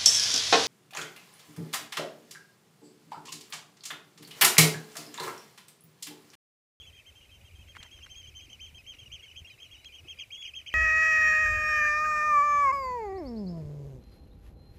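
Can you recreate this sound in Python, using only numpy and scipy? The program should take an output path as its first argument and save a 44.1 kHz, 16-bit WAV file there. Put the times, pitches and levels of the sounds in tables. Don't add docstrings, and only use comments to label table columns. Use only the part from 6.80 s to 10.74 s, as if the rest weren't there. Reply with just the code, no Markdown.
import sys
import numpy as np
from scipy import signal
from scipy.fft import rfft, irfft
from scipy.io import wavfile
from scipy.ndimage import uniform_filter1d

SR = 44100
rng = np.random.default_rng(int(sys.argv[2]) if len(sys.argv) > 2 else 0)


def master(y):
    cut = np.clip(np.atleast_2d(y).T, -1, 1)
    pcm = np.round(cut * 32767)
    wavfile.write(sys.argv[1], SR, pcm.astype(np.int16))


def amplitude_ratio(level_db):
    exponent = np.asarray(level_db, float) / 20
    return 10 ** exponent


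N = 173754

# (plateau start [s], plateau length [s], top pitch [Hz], level [dB])
FAR_NOTES = [(-0.01, 0.1, 3370, -56.5), (-0.004, 0.028, 3204, -50.5), (0.068, 0.032, 3140, -52),
             (0.13, 0.073, 3217, -58.5), (0.175, 0.017, 3086, -57), (0.265, 0.037, 3176, -53),
             (0.355, 0.048, 3160, -58), (0.4, 0.076, 3210, -65.5), (0.514, 0.022, 3190, -58),
             (0.526, 0.046, 3150, -58.5), (0.642, 0.045, 3195, -60.5), (0.752, 0.024, 3200, -59.5),
             (0.788, 0.046, 3190, -61), (0.88, 0.043, 3217, -56), (0.981, 0.033, 3200, -52.5),
             (1.044, 0.039, 3170, -57), (1.116, 0.053, 3244, -53.5), (1.176, 0.025, 3110, -58),
             (1.229, 0.024, 3200, -48.5), (1.301, 0.044, 3158, -50), (1.357, 0.059, 3242, -49),
             (1.43, 0.034, 3094, -52), (1.473, 0.022, 3227, -49), (1.552, 0.049, 3140, -49),
             (1.606, 0.048, 2980, -67), (1.608, 0.05, 3225, -53.5), (1.7, 0.018, 3124, -53),
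             (1.718, 0.02, 3204, -50), (1.729, 0.026, 3010, -51), (1.809, 0.052, 3157, -45)]
# (plateau start [s], plateau length [s], top pitch [Hz], level [dB])
FAINT_NOTES = [
    (0.194, 0.014, 2640, -55),
    (0.28, 0.02, 2160, -64),
    (0.418, 0.024, 2910, -58.5),
    (0.688, 0.019, 2460, -66),
    (0.748, 0.033, 2560, -69),
    (0.814, 0.013, 2620, -61),
    (1.088, 0.0116, 2600, -61),
    (1.208, 0.031, 2780, -61),
    (1.49, 0.014, 2415, -62.5),
    (1.628, 0.013, 2880, -62),
]
# (plateau start [s], plateau length [s], top pitch [Hz], level [dB], abruptness of start [doublings])
NEAR_NOTES = [(1.85, 0.042, 3240, -52, 0.53), (1.948, 0.041, 3210, -52, 1.65),
              (2.068, 0.061, 3190, -46.5, 0.42), (2.088, 0.031, 3273, -53.5, 1.04),
              (2.188, 0.026, 3234, -50.0, 1.7), (2.214, 0.033, 3116, -56, -0.24),
              (2.32, 0.037, 3140, -45.5, -0.84), (2.323, 0.041, 3270, -48, 1.2),
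              (2.427, 0.02, 3255, -50.5, 0.33), (2.458, 0.026, 3100, -56.5, 1.7),
              (2.56, 0.054, 3265, -53, .3), (2.568, 0.034, 3143, -48, -.3), (2.672, 0.025, 3260, -54, .5),
              (2.803, 0.031, 3195, -51.5, .3), (2.822, 0.029, 3266, -50, .3),
              (2.914, 0.033, 3270, -53, 0.15), (3.056, 0.027, 3270, -48, -0.12),
              (3.125, 0.033, 3114, -52.5, .8), (3.145, 0.034, 3240, -52, .5),
              (3.286, 0.039, 3245, -42.5, 0.54), (3.39, 0.018, 3250, -43, 2),
              (3.403, 0.02, 3206, -39.5, 1.15), (3.52, 0.043, 3250, -41, -.1),
              (3.554, 0.12, 3359, -46.5, -.3), (3.629, 0.022, 3250, -42.5, 0.93),
              (3.674, 0.023, 3200, -43, 1.7), (3.752, 0.034, 3260, -41.5, -.8),
              (3.765, 0.044, 3186, -44, 1), (3.867, 0.029, 3210, -45, 1.28),
              (3.88, 0.022, 3044, -42.5, -.2), (3.93, 0.029, 3190, -46, 0.26)]
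# (plateau start [s], plateau length [s], top pitch [Hz], level [dB], abruptness of start [doublings])
LOW_NOTES = [(1.983, 0.03, 2590, -53, 0.54), (2.042, 0.014, 2980, -63, 1.2), (2.128, 0.015, 2900, -71, 1.7),
             (2.148, 0.008, 2900, -55, 0.93), (2.26, 0.018, 2890, -52, -0.48),
             (2.318, 0.011, 2862, -54, 0.39), (2.392, 0.016, 2922, -52.5, -0.0022),
             (2.438, 0.02, 2230, -55.5, 0.48), (2.483, 0.02, 2950, -55.5, 1.2),
             (2.515, 0.0068, 3012, -50.5, -1.4), (2.648, 0.019, 2800, -50.5, .4),
             (2.701, 0.016, 2476, -52, 0.36), (2.71, 0.038, 3080, -58.5, 0.49),
             (2.786, 0.024, 2542, -57, .1), (2.851, 0.024, 2997, -51, 0.88),
             (2.912, 0.014, 2845, -55.5, .6), (2.948, 0.018, 2952, -51.5, -0.085),
             (2.98, 0.038, 3020, -58, .4), (3.091, 0.037, 2460, -57, 1.4), (3.148, 0.013, 2830, -67, .6),
             (3.185, 0.014, 2950, -50, -0.1), (3.245, 0.024, 2600, -59.5, .1),
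             (3.274, 0.0088, 3000, -52, 0.5), (3.272, 0.0056, 2430, -64, 1.4),
             (3.31, 0.005, 2630, -54, -.6), (3.334, 0.0088, 2780, -55, 1.9),
             (3.378, 0.023, 2464, -51.5, 1.4), (3.422, 0.0089, 2920, -44, -0.48),
             (3.548, 0.019, 2870, -50, 0.86), (3.615, 0.01, 2720, -55, -0.93),
             (3.652, 0.014, 2950, -38.5, -.5), (3.656, 0.022, 2530, -47.5, 1.04),
             (3.676, 0.009, 3080, -60, -0.23), (3.7, 0.012, 2850, -62, 1.6), (3.803, 0.012, 2920, -61, 1.4),
             (3.903, 0.022, 2450, -50.5, 1.4), (3.93, 0.023, 2420, -61, 1.5)]
# (time [s], level [dB])
HEAD_TURNS = [
    (0, -16.5),
    (1.0, -13),
    (1.3, -7.5),
    (2.0, -13.5),
    (3.94, -16.5),
]
# (time [s], level [dB])
WIND_GUSTS = [
    (0, -59.5),
    (.3, -64),
    (.55, -56.5),
    (1.2, -57),
    (1.65, -54.5),
    (2.0, -57.5),
    (2.6, -59.5),
    (3.94, -63.5),
]
# (frequency [Hz], density [dB per Hz])
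WIND_COLOUR = [(12, -81), (20, -36), (59, -3), (75, 4), (109, -5.5), (168, -21), (300, -23.5), (390, -26),
               (660, -120)]
# (frequency [Hz], density [dB per Hz])
AIR_COLOUR = [(150, -7), (500, -0.5), (1000, -9), (2600, -15.5), (4000, -9)]
# (frequency [Hz], density [dB per Hz])
HISS_COLOUR = [(1000, -0.4), (7000, 0.3), (15330, -4.5)]
# (time [s], peak level [dB], ring pitch [Hz], length [s])
CAMERA_TICKS = [(0.885, -49, 1960, 0.0015), (0.9507, -40, 1740, 0.0028), (0.956, -39, 2030, 0.013),
                (0.9662, -34, 1530, 0.0037), (1, -41, 2070, 0.024), (1.028, -33.5, 3100, 0.0041),
                (1.0298, -37, 6950, 0.005), (1.032, -44.5, 1750, 0.0097), (1.044, -49.5, 930, 0.013),
                (1.061, -46, 1900, 0.0054), (1.186, -47, 1890, 0.0079), (1.248, -52, 1340, 0.00085),
                (1.2623, -40, 1940, 0.00034), (1.2648, -42, 1620, 0.0025), (2.133, -46, 2620, 0.013),
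                (3.045, -37, 3970, 0.0017), (3.245, -51, 348, 0.014)]
# (start [s], length [s], first pitch [Hz], last pitch [Hz], level [dB])
PEEP_NOTES = [
    (2.38, 0.03, 3620, 3350, -68),
    (2.686, 0.06, 4100, 3760, -64),
    (2.77, 0.03, 3970, 4000, -66),
    (2.865, 0.035, 4230, 3860, -67),
    (2.944, 0.16, 3700, 4150, -69),
    (3.36, 0.037, 3820, 3850, -71),
]
# (lowest [Hz], highest [Hz], note level where hiding starts [dB])
HIDDEN_BANDS = [
    (3520, 3820, -59),
    (3820, 4350, -50),
]

CREST_SHARE, DOME_SAG, FULL_DOME_S = 0.414, 0.05, 0.0315
RISE_S, RISE_STEP, RISE_PER_S = 0.022, 0.09, 13.0
FALL_S, FALL_STEP, FALL_PER_S = 0.027, 0.07, 12.0
STEP_S, EDGE_S, SWELL_DB = 0.0041, 0.012, 3.5
THROAT_HZ, THROAT_DB_PER_KHZ, BREAK_DB = 2500, 14, 3.0
BEAK_HZ, BEAK_WIDTH_HZ, BEAK_DB = 2960, 170, 7.0
FLUTTER_DB, SLOW_FALL_SHARE = 2, 0.368

FLOCK_PER_S, FLOCK_DB = 33, -67.5
MARSH_T60_S, MARSH_DB, SCATTER_S = 0.23, -19.5, 0.004
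AIR_DB, HISS_DB = -69.5, -68.5
TICK_WIDTH, TICK_DULL_HZ, TICK_LOW_DB = 0.25, 8000, 13


def rms_one(x):
    return x / np.sqrt(np.mean(x ** 2) + 1e-20)


def drift(rate):
    r = np.exp(-80 * np.pi * rate / SR)
    raw = rng.standard_normal(N // 40 + 2002)
    slow = signal.lfilter([1], [1, -2 * r, r * r], raw)[2000:]
    return np.interp(np.arange(N) / 40, np.arange(len(slow)), rms_one(slow))


def coloured(spectrum, patchy_db, rate):
    hz, db = np.transpose(spectrum)
    grid = np.arange(1, N // 2 + 2) * SR / N
    level_db = np.interp(np.log(grid), np.log(hz), db, left=-90, right=-90)
    shape = rfft(rng.standard_normal(N)) * amplitude_ratio(level_db)
    band = np.floor(2 * np.log2(grid)).astype(int)
    together = drift(rate / 4)
    noise = np.zeros(N)
    for k in range(int(2 * np.log2(hz[0])), int(2 * np.log2(hz[-1])) + 1):
        flicker_db = patchy_db * (0.23 * together + drift(rate))
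        noise += irfft(shape * (band == k), N) * amplitude_ratio(flicker_db)
    return rms_one(noise)


def add(out, s, piece):
    i = int(s * SR)
    a, b = max(i, 0), min(i + len(piece), N)
    out[a:b] += piece[a - i:b - i]


def pipes(rows, rise_db, fall_db, rough, veil_db=0, dome=1, beak_db=BEAK_DB):
    out, waver, shimmer = np.zeros(N), drift(110), drift(72)
    for s, length, hz, db, *abrupt in rows:
        quick, slow = 2 ** sum(abrupt), 2 ** (SLOW_FALL_SHARE * sum(abrupt))
        rise_s = RISE_S / max(quick, 1)
        t = np.arange(-rise_s, length + FALL_S, 1 / SR)
        on = np.clip(1 + t / STEP_S, 0, 1)
        off = np.clip((t - length) / STEP_S, 0, 1)
        glide = 1 - on + off
        u = np.clip((t - CREST_SHARE * length) / (length / 2), -1, 1.1)

        share = 1 - dome * DOME_SAG * min(1, length / FULL_DOME_S) * u ** 2
        share -= (1 - on) * RISE_STEP + off * FALL_STEP
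        share += RISE_PER_S * quick * np.minimum(t, 0)
        share -= FALL_PER_S / slow * np.maximum(t - length, 0)
        pitch = hz * share
        first = int(abs(s) * SR)
        chance = waver[(np.arange(len(t)) + first) % N]
        phase = 2 * np.pi * (np.cumsum(pitch * (1 + rough * chance)) / SR + rng.random())

        fade = np.minimum((t + rise_s) * max(quick, 1), length + FALL_S - t)
        edges = np.clip(fade / EDGE_S, 0, 1)
        level_db = (1 - on) * rise_db + off * fall_db - SWELL_DB * u ** 2 + FLUTTER_DB * chance
        level_db += BREAK_DB * np.minimum(chance, 1) * glide
        too_low = np.maximum(min(THROAT_HZ, hz * 0.94) - pitch, 0)
        level_db -= THROAT_DB_PER_KHZ * too_low / 1000
        flare = amplitude_ratio(glide * beak_db * np.exp(-((pitch - BEAK_HZ) / BEAK_WIDTH_HZ) ** 2))
        second_db = np.interp(s, *np.transpose(HEAD_TURNS)) + veil_db + 1.1 * level_db
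        second = amplitude_ratio(second_db + 2.0 * shimmer[first % 9000:][:len(t)])
        whistle = flare * amplitude_ratio(level_db) * np.sin(phase) + second * np.sin(2 * phase)
        add(out, s - rise_s, np.sqrt(2) * amplitude_ratio(db) * edges * whistle)
    return out


def flock():
    draw = rng.random((int(FLOCK_PER_S * N / SR), 4))
    start = (np.arange(len(draw)) + draw[:, 0]) / FLOCK_PER_S
    length = 0.004 + 0.01 * draw[:, 1]
    hz = 2450 + 550 * draw[:, 2]
    rows = np.c_[start, length, hz, FLOCK_DB + 6 * draw[:, 3]]
    return pipes(rows, rise_db=-3, fall_db=-5, rough=0.008, veil_db=-3) * amplitude_ratio(2.5 * drift(70))


def marsh(x, wet_db):
    t = np.arange(int(0.4 * SR)) / SR
    answer = rng.standard_normal(len(t)) * amplitude_ratio(-60 * t / MARSH_T60_S)
    answer *= np.clip(t / SCATTER_S - 1, 0, 1)
    answer *= amplitude_ratio(wet_db) / np.sqrt(np.sum(answer ** 2))
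    answer[0] = 1
    return signal.fftconvolve(x, answer)[:N]


def wind():
    gust_db = np.interp(np.arange(N) / SR, *np.transpose(WIND_GUSTS))
    return amplitude_ratio(gust_db) * coloured(WIND_COLOUR, patchy_db=5.0, rate=35)


def air():
    return amplitude_ratio(AIR_DB) * coloured(AIR_COLOUR, patchy_db=2.0, rate=14.0)


def hiss():
    return amplitude_ratio(HISS_DB) * coloured(HISS_COLOUR, patchy_db=0.15, rate=15)


def camera():
    out = np.zeros(N)
    for s, db, hz, length in CAMERA_TICKS:
        t = np.arange(int((6 * length + 0.01) * SR)) / SR
        slips = rng.standard_normal(len(t)) ** 3 * t * np.exp(-2 * t / length)
        r, w = np.exp(-np.pi * hz * TICK_WIDTH / SR), 2 * np.pi * hz / SR
        body = signal.lfilter([1, 0, -1], [1, -2 * r * np.cos(w), r * r], slips)
        low_band = signal.butter(2, [hz / 3, hz * 1.15], "band", fs=SR)
        body += amplitude_ratio(TICK_LOW_DB) * signal.lfilter(*low_band, slips)
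        add(out, s, amplitude_ratio(db) * body / np.abs(body).max())
    return signal.lfilter(*signal.butter(2, TICK_DULL_HZ, fs=SR), out)


def peeps():
    out, waver = np.zeros(N), drift(90)
    for s, length, from_hz, to_hz, db in PEEP_NOTES:
        t = np.arange(0, length, 1 / SR)
        chance = waver[int(s * SR):][:len(t)]
        pitch = (from_hz + (to_hz - from_hz) * t / length) * (1 + 0.012 * chance)
        phase = 2 * np.pi * np.cumsum(pitch) / SR
        edges = np.clip(np.minimum(t, length - t) / EDGE_S, 0, 1)
        add(out, s, amplitude_ratio(db + 1.5 + 1.9 * chance) * edges * np.sin(phase))
    return out


def scene():
    birds = pipes(FAR_NOTES, rise_db=-7, fall_db=-8.0, rough=0.00094, dome=0.633, beak_db=-8.0)
    birds += pipes(FAINT_NOTES, rise_db=-3.5, fall_db=-4, rough=0.004, veil_db=-7)
    birds += pipes(NEAR_NOTES, rise_db=-4.5, fall_db=-8, rough=0.0021)
    birds += pipes(LOW_NOTES, rise_db=-7.5, fall_db=-8.5, rough=0.0046, veil_db=1)
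    calls = marsh(birds, MARSH_DB) + marsh(flock(), -3.5) + marsh(peeps(), -21)
    return (calls + wind() + air() + hiss() + camera())[None]


def hide_hiss(x):
    def band(low, high):
        sos = signal.butter(5, [low, high], "band", fs=SR, output="sos")
        return signal.sosfiltfilt(sos, x)

    note_power = uniform_filter1d(band(3080, 3450) ** 2, size=1400)
    note_db = 10 * np.log10(note_power + 1e-12)
    hidden = 0
    for low, high, db in HIDDEN_BANDS:
        hidden = hidden + 0.97 * np.clip((note_db - db) / 3, 0, 1) * band(low, high)
    return x - hidden


def roll_off(x):
    return signal.sosfilt(signal.butter(12, 15760, fs=SR, output="sos"), x)


def record(dry):
    mix = hide_hiss(dry)
    return roll_off(mix)


dry = scene()
out = record(dry)
master(out)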